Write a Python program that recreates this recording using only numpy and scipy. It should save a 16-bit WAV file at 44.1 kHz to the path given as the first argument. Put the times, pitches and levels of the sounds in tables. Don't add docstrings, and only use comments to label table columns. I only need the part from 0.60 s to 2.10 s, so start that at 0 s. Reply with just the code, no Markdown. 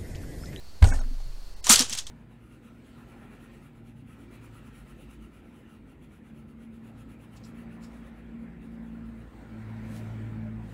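import sys
import numpy as np
from scipy import signal
from scipy.fft import rfft, irfft, next_fast_len
from scipy.io import wavfile
from scipy.ndimage import map_coordinates

SR = 44100
rng = np.random.default_rng(int(sys.argv[2]) if len(sys.argv) > 2 else 0)


def how_loud(loudness_db):
    steps = np.asarray(loudness_db, float) / 20
    return 10 ** steps


def file_out(sig):
    cols = np.atleast_2d(sig).T
    lim = np.clip(cols, -1, 1)
    pcm = np.round(lim * 32767).astype(np.int16)
    wavfile.write(sys.argv[1], SR, pcm)


N = 66150
TOP_HZ = 15990

# pitch_hz, level_db (per Hz)
HISS_TONE = [(71, -13), (120, -3.5), (188, -3.5), (755, -9), (2230, -16), (4370, -15.5), (5150, -15),
             (15800, -28)]
# pitch_hz, level_db (per Hz)
RUMBLE_TONE = [(10, -32.5), (30, -10), (70, -11), (130, -32.5), (200, -63)]

# pitch_hz, level_db, t60_s, start_s, rise_s
SHELF_MODES = [
    (23.78, -14.2, 1.71, .2318, .0046),
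    (42.2, -20.2, .26, .2418, .0012),
    (64.72, 25, .172, .2176, .0349),
    (65.19, 15, .217, .2256, .0154),
    (91.4, -6.6, .198, .2234, .0037),
]
# start_s, level_db, rise_s, hold_s, t60_s
CREAKS = [
    (0.197, -36, 0.021, 0.057, 1),
    (0.632, -54, 0.034, 0.038, 0.21),
    (1.066, -41.5, 0.02, 0.07, 0.96),
]
# pitch_hz, level_db (per Hz)
CREAK_TONE = [(30, -26), (60, 5.5), (110, -2), (170, -10.5), (260, -43)]

# start_s, level_db (peak), pitch_hz, t60_s
PAN_RINGS = [
    (.3, -34, 187, 0.16),
    (.222, -23, 235, 0.1396),
    (.262, -29.5, 259, 0.089),
    (.315, -32, 257, 0.21),
    (.39, -41, 252, 0.28),
    (0.458, -38.5, 244.4, 0.12),
    (.51, -37, 253.3, 0.12),
    (1.099, -14.5, 228.4, 0.089),
    (1.2012, -20, 250, 0.089),
    (1.311, -40, 230, 0.12),
]
# start_s, level_db (peak), favoured pitch_hz, crack_db (over the knock)
KNOCKS = [(0.2221, -18, 730, -19.5), (.2248, -31, 2454, -3), (0.2412, -22, 780, -9.5),
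          (0.251, -46, 1410, -21.5), (.28, -41, 805, -21.5), (.291, -49, 810, -17),
          (0.3138, -26.5, 646, -24.5), (0.323, -34, 2040, -25.5), (.335, -52, 800, -22),
          (0.359, -36, 690, -17), (0.389, -39, 775, -17), (0.409, -31.5, 627, -16.5),
          (0.434, -47.5, 1630, -36), (0.602, -41.5, 680, -22), (1.067, -26.5, 980, -4.5),
          (1.098, -19, 823, -2), (1.105, -25, 1660, -25), (1.126, -43, 1200, -12), (1.2, -27, 1130, -22.5)]
# pitch_hz, t60_s
TRAY_MODES = [(463, 0.031), (640, 0.026), (790, 0.0423), (980, 0.045), (1230, 0.049), (1450, 0.08),
              (1600, 0.049), (1800, 0.051), (2160, 0.043), (2660, 0.028)]
# start_s, level_db (peak), pitch_hz, t60_s
PINGS = [(0.2247, -18.5, 1580, 0.021), (0.245, -27, 1456, 0.054), (.281, -39, 1440, 0.13),
         (.288, -31.5, 790, 0.061), (.3, -45, 1798, 0.17), (.322, -20.5, 1557, 0.024),
         (.336, -40.5, 1780, 0.098), (.39, -42, 1440, .05), (.41, -43, 1340, .04), (1.074, -29, 1187, 0.06),
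         (1.0985, -15.5, 2180, 0.023), (1.105, -17.5, 1243, 0.036), (1.111, -15, 1250, 0.039),
         (1.127, -19.5, 1333, 0.022)]
# pitch_hz, level_db (per Hz)
CRACK_TONE = [(600, -30), (1500, 5), (4300, 3.5), (6000, -7), (8500, -1.5), (11500, -11.5), (15000, -21)]
# start_s, level_db, rise_s, hold_s, t60_s
RATTLES = [
    (.222, -32, 0.0051, 0.0074, 0.26),
    (.31, -41.5, 0.0018, 0.024, 0.37),
    (1.045, -37, 0.041, 0.03, 0.11),
    (1.092, -35.5, 0.0052, 0.026, 0.36),
    (1.15, -41.5, 0.04, 0.0275, 0.238),
    (1.2, -38.5, 0.0045, 0.013, 0.077),
    (1.3, -57, 0.0058, 0.0463, 0.33),
]
# pitch_hz, level_db (per Hz)
RATTLE_TONE = [(180, -30), (300, 8), (652, 4), (1440, -4.5), (2300, -12), (5000, -15), (6500, -57),
               (11000, -120)]
# start_s, level_db, rise_s, hold_s, t60_s
JINGLE = (.244, -42.5, .003, .012, .62)
# pitch_hz, width_hz, level_db
WIRES = [(3300, 1500, -17), (4950, 300, -6), (5660, 500, -6), (6600, 800, -1), (8250, 900, 0),
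         (10000, 1200, -13), (11300, 700, -14)]
# start_s, level_db (peak), pitch_hz
TICKS = [(0.226, -39, 7700), (0.2258, -38.5, 6680), (0.2278, -37.5, 5210), (0.2416, -21.5, 4530),
         (0.2418, -28, 7650), (0.2427, -24.5, 3390), (0.2428, -29.5, 9850), (0.2518, -34.5, 6760),
         (0.2535, -33.5, 8150), (0.2805, -48, 6800)]

# start_s, level_db (rms), rise_s, hold_s, t60_s
PUSHES = [(.52, -60, 0.009, .02, 0.12), (.6, -56, 0.00165, 0.0077, 0.089),
          (1.0385, -33, 0.0035, 0.033, 0.53), (1.066, -28.5, 0.0054, 0.041, 0.16),
          (1.088, -13.5, 0.01, 0.0276, 0.23), (1.1565, -23, 0.0016, 0.0015, 0.14),
          (1.165, -28, 0.018, 0.037, 0.096), (1.183, -22.5, 0.0096, 0.0082, 0.24),
          (1.197, -29, 0.0091, 0.014, 0.072), (1.269, -41.5, 0.0157, 0.012, 0.234),
          (1.296, -35.5, 0.0013, 0.01, 0.38), (1.322, -30.5, 0.0045, 0.009, 0.14),
          (1.350, -38, 0.0015, .003, 0.107), (1.368, -32.5, 0.0073, 0.0095, 0.092),
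          (1.385, -33.5, 0.0016, 0.00213, 0.15), (1.468, -41, 0.0011, 0.00056, 0.068),
          (1.47, -47, 0.0019, 0.0076, 0.237)]
# pitch_hz, level_db (per Hz)
FOIL_TONE = [(700, -6), (900, -8), (2400, -10.5), (3300, -5), (4500, -7), (7400, -4.5), (9500, -8.5),
             (15300, -22), (15900, -29)]
# start_s, level_db (peak), pitch_hz
SNAPS = [(1.0453, -23, 7020), (1.0683, -14.5, 6020), (1.068, -31, 7600), (1.0683, -23.5, 9680),
         (1.069, -23, 2980), (1.079, -23.8, 5700), (1.0933, -6, 5840), (1.0952, -15.5, 2780),
         (1.0969, -4, 6954), (1.0976, -2.5, 8970), (1.099, -10, 7300), (1.1027, -6.6, 6930),
         (1.1056, -4, 8400), (1.106, -4, 7180), (1.1096, -3, 7600), (1.1118, -7, 5700), (1.1165, -5, 7500),
         (1.1178, -7, 5960), (1.1247, -7, 9000), (1.1218, -8.5, 6500), (1.1258, -1, 5990),
         (1.128, -7.5, 7750), (1.1293, -5, 6300), (1.133, -12, 7300), (1.1593, -8, 7750),
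         (1.1584, -9, 6000), (1.1595, -8.5, 4350), (1.1623, -12, 3247), (1.1633, -17, 6100),
         (1.1931, -5.5, 5730), (1.1936, -22, 7900), (1.1998, -10.5, 5330), (1.2056, -13, 7270),
         (1.2067, -16.5, 5000), (1.208, -14, 8700), (1.2063, -16, 5640), (1.2098, -17, 7300),
         (1.2105, -12.5, 6230), (1.2967, -21, 7690), (1.3234, -23, 3197), (1.3288, -27, 8130),
         (1.3285, -19.5, 6000), (1.3311, -29.5, 7410), (1.3336, -21, 5440), (1.3353, -23, 6460),
         (1.3764, -26.3, 5300), (1.3856, -22.5, 3800), (1.3867, -20, 7870), (1.3879, -21.5, 4900),
         (1.3879, -19, 6360), (1.389, -28, 4100), (1.3917, -24, 3360), (1.4685, -49, 8580),
         (1.468, -29.3, 3300), (1.4687, -32, 6240), (1.4715, -32, 3700)]
# start_s,
# level_db (peak), pitch_hz
MORE_SNAPS = [(0.4043, -37.5, 5450), (.4045, -35, 6400), (1.1377, -20, 3300), (1.1447, -20, 6800),
              (1.291, -34, 7520), (1.3051, -26, 6100), (1.3508, -32, 8300), (1.369, -34, 6300)]
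# start_s, level_db (peak)
CLICKS = [
    (1.0681, -22),
    (1.0975, -6),
    (1.1575, -15),
    (1.1935, -19),
    (1.2965, -29.5),
    (1.3295, -27),
    (1.3516, -27),
    (1.3885, -29.5),
    (1.4681, -35),
]

# start_s, length_s, low_hz (all kept under), high_hz (none kept over), share of bands kept
THINNED = [
    (.313, .021, 2000, 8500, .65),
    (.403, .011, 1500, 7000, .65),
    (.949, .012, 2000, 8000, .6),
    (1.014, .012, 1000, 5500, .5),
    (1.447, .011, 1000, 9000, .88),
]


def unit(x):
    return x / np.sqrt(np.mean(x ** 2) + 1e-20)


def along(points, hz):
    f, v = np.transpose(points)
    return np.interp(np.log(hz + 1), np.log(f + 1), v)


def since(s):
    return np.clip(np.arange(N) / SR - s, 0, None)


def wobble(rate):
    return map_coordinates(rng.standard_normal(size=200), [np.arange(N) * rate / SR])


def filtered(x, response):
    m = next_fast_len(N + 8192)
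    return irfft(rfft(x, m) * response(np.fft.rfftfreq(m, 1 / SR)), m)[..., :N]


def coloured_noise(response):
    return unit(filtered(rng.standard_normal(N), response))


def ring(s, db, hz, t60, rise):
    out, first = np.zeros(N), int(s * SR) + 1
    last = min(N, first + int((2 * t60 + 10 * rise) * SR))
    t = np.arange(first, last) / SR - s
    envelope = how_loud(db - 60 * t / t60) * (1 - np.exp(-t / rise)) ** 2
    out[first:first + len(t)] = envelope * np.sin(2 * np.pi * hz * t)
    return out


def snap(s, db, hz):
    return ring(s, db + 4, hz, t60=0.007, rise=0.0003)


def swell(s, db, rise, hold, t60, now=None):
    t = since(s) if now is None else np.clip(now - s, 0, None)
    release = np.clip(t - rise - hold, 0, None)
    return np.clip(t / rise, 0, 1) ** 2 * how_loud(db - 60 * release / t60)


def grains(rows, spectrum, cycles, spiky_db, narrow, count, size):
    at, pitch, luck = rng.random((count, 3)).T
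    lo, hi = spectrum[1][0], min(spectrum[-2][0], TOP_HZ)
    hz, start = lo * (hi / lo) ** pitch, (at * N).astype(int)
    sooner = np.maximum(hz / 7000, 1)
    centre_hz = 6000
    away = narrow * abs(np.log2(hz / centre_hz)) * np.where(hz > centre_hz, 7.5, 1)
    most_db = max(row[1] for row in rows)
    power = sum(swell(s, db + away * (db - most_db), rise, hold, t60 / sooner, now=start / SR) ** 2
                for s, db, rise, hold, t60 in rows)
    turns = hz[:, None] * np.arange(size) / SR
    shape = np.sin(2 * np.pi * turns) * turns * np.exp(-5 * turns / cycles)
    shape *= np.hanning(2 * size)[size:]
    spikes_db = -spiky_db * np.log(1 - luck)
    shape *= (hz * how_loud(along(spectrum, hz) + spikes_db))[:, None]
    shape *= np.sqrt(power)[:, None] * np.sqrt(N / np.sum(shape ** 2))
    where = start[:, None] + np.arange(size)
    return np.bincount(where.ravel(), shape.ravel(), N + size)[:N]


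def night():
    hiss = coloured_noise(lambda hz: how_loud(along(HISS_TONE, hz)))
    rumble = coloured_noise(lambda hz: how_loud(along(RUMBLE_TONE, hz)))
    insects = coloured_noise(lambda hz: np.exp(-((hz - 4380) / 380) ** 2))
    pulse_db = 1.6 * (wobble(8) + wobble(69.64))
    return how_loud(-56) * hiss + how_loud(-52.5) * rumble + how_loud(-63 + pulse_db) * insects


def shelf():
    thud = sum(ring(s, db, hz, t60, rise) for hz, db, t60, s, rise in SHELF_MODES)
    stir = coloured_noise(lambda hz: how_loud(along(CREAK_TONE, hz)))
    return thud + sum(swell(*row) for row in CREAKS) * stir


def knocks():
    octave_loss_db = 23
    out, cracks = np.zeros(N), np.zeros(N)
    for s, db, best_hz, crack_db in KNOCKS:
        for hz, t60 in TRAY_MODES:
            level_db = db + 2 * rng.standard_normal() - octave_loss_db * abs(np.log2(hz / best_hz))
            detuned_hz = hz * (1 + 0.023 * rng.standard_normal())
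            out += ring(s, level_db, detuned_hz, t60, rise=0.00071)
        cracks += swell(s, db + crack_db, rise=0.0015, hold=0.0015, t60=0.031)
    return out + cracks * coloured_noise(lambda hz: how_loud(along(CRACK_TONE, hz)))


def wires():
    def bands(f):
        return sum(how_loud(db) * w * w / (w * w + (2 * (f - hz)) ** 2) for hz, w, db in WIRES)

    damping_db = -60 * since(0.412) / 0.06
    jingle = swell(*JINGLE) * how_loud(3.5 * wobble(120) + damping_db) * coloured_noise(bands)
    return jingle + sum(snap(*row) for row in TICKS)


def tray():
    pan = sum(ring(*row, rise=0.0015) for row in PAN_RINGS)
    pings = sum(ring(*row, rise=0.0011) for row in PINGS)
    rattle = grains(RATTLES, RATTLE_TONE, cycles=7, spiky_db=2, narrow=0, count=5000, size=500)
    return pan + pings + knocks() + rattle


def foil():
    crackle = grains(PUSHES, FOIL_TONE, cycles=9.1, spiky_db=-0.5, narrow=0.0457, count=24000, size=200)
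    clumps = how_loud(1.2 * wobble(130))
    pops = sum(snap(*row) for row in SNAPS + MORE_SNAPS)
    clicks = sum(swell(s, db, rise=0.000074, hold=0, t60=0.0084) for s, db in CLICKS)
    bright = coloured_noise(lambda hz: how_loud(along(FOIL_TONE, hz)) * hz / np.hypot(hz, 3000))
    return clumps * crackle + pops + clicks * bright


def scene():
    return (night() + shelf() + tray() + wires() + foil())[None]


def thinned(x):
    band_hz, emptied = 500, 0.9
    hz, now = np.fft.rfftfreq(N, 1 / SR), np.arange(N) / SR
    for s, length, lo, hi, share in THINNED:
        closing = np.clip(s + length + 0.003 - now, 0, 1) * 2
        gate = np.clip(np.minimum(since(s - 0.008), closing) / 0.01, 0, 1)
        power = abs(rfft(x[0] * gate)) ** 2
        bands = [np.flatnonzero(hz // band_hz == k) for k in range(lo // band_hz, hi // band_hz)]
        size = np.array([2 * np.sqrt(power[b].sum() / N / np.sum(gate ** 2)) for b in bands])
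        peak = np.array([hz[b[power[b].argmax()]] for b in bands])
        rank = size * np.sqrt(peak) * how_loud(rng.standard_normal(len(bands)))
        kept = rank >= np.quantile(rank, 1 - share)
        lines = size[kept] @ np.sin(2 * np.pi * peak[kept, None] * now)
        x = x + gate * (lines - emptied * filtered(x, lambda f: f > lo))
    return x


def roll_off(x):
    return signal.sosfilt(signal.butter(12, 15990, fs=SR, output="sos"), x)


def record(dry):
    ceiling, knee = 0.95, 5
    held = dry / (1 + abs(dry / ceiling) ** knee) ** (1 / knee)
    limited = filtered(held, lambda hz: hz < TOP_HZ)
    mix = thinned(limited) + how_loud(-38.8)
    return roll_off(mix)


dry = scene()
out = record(dry)
file_out(out)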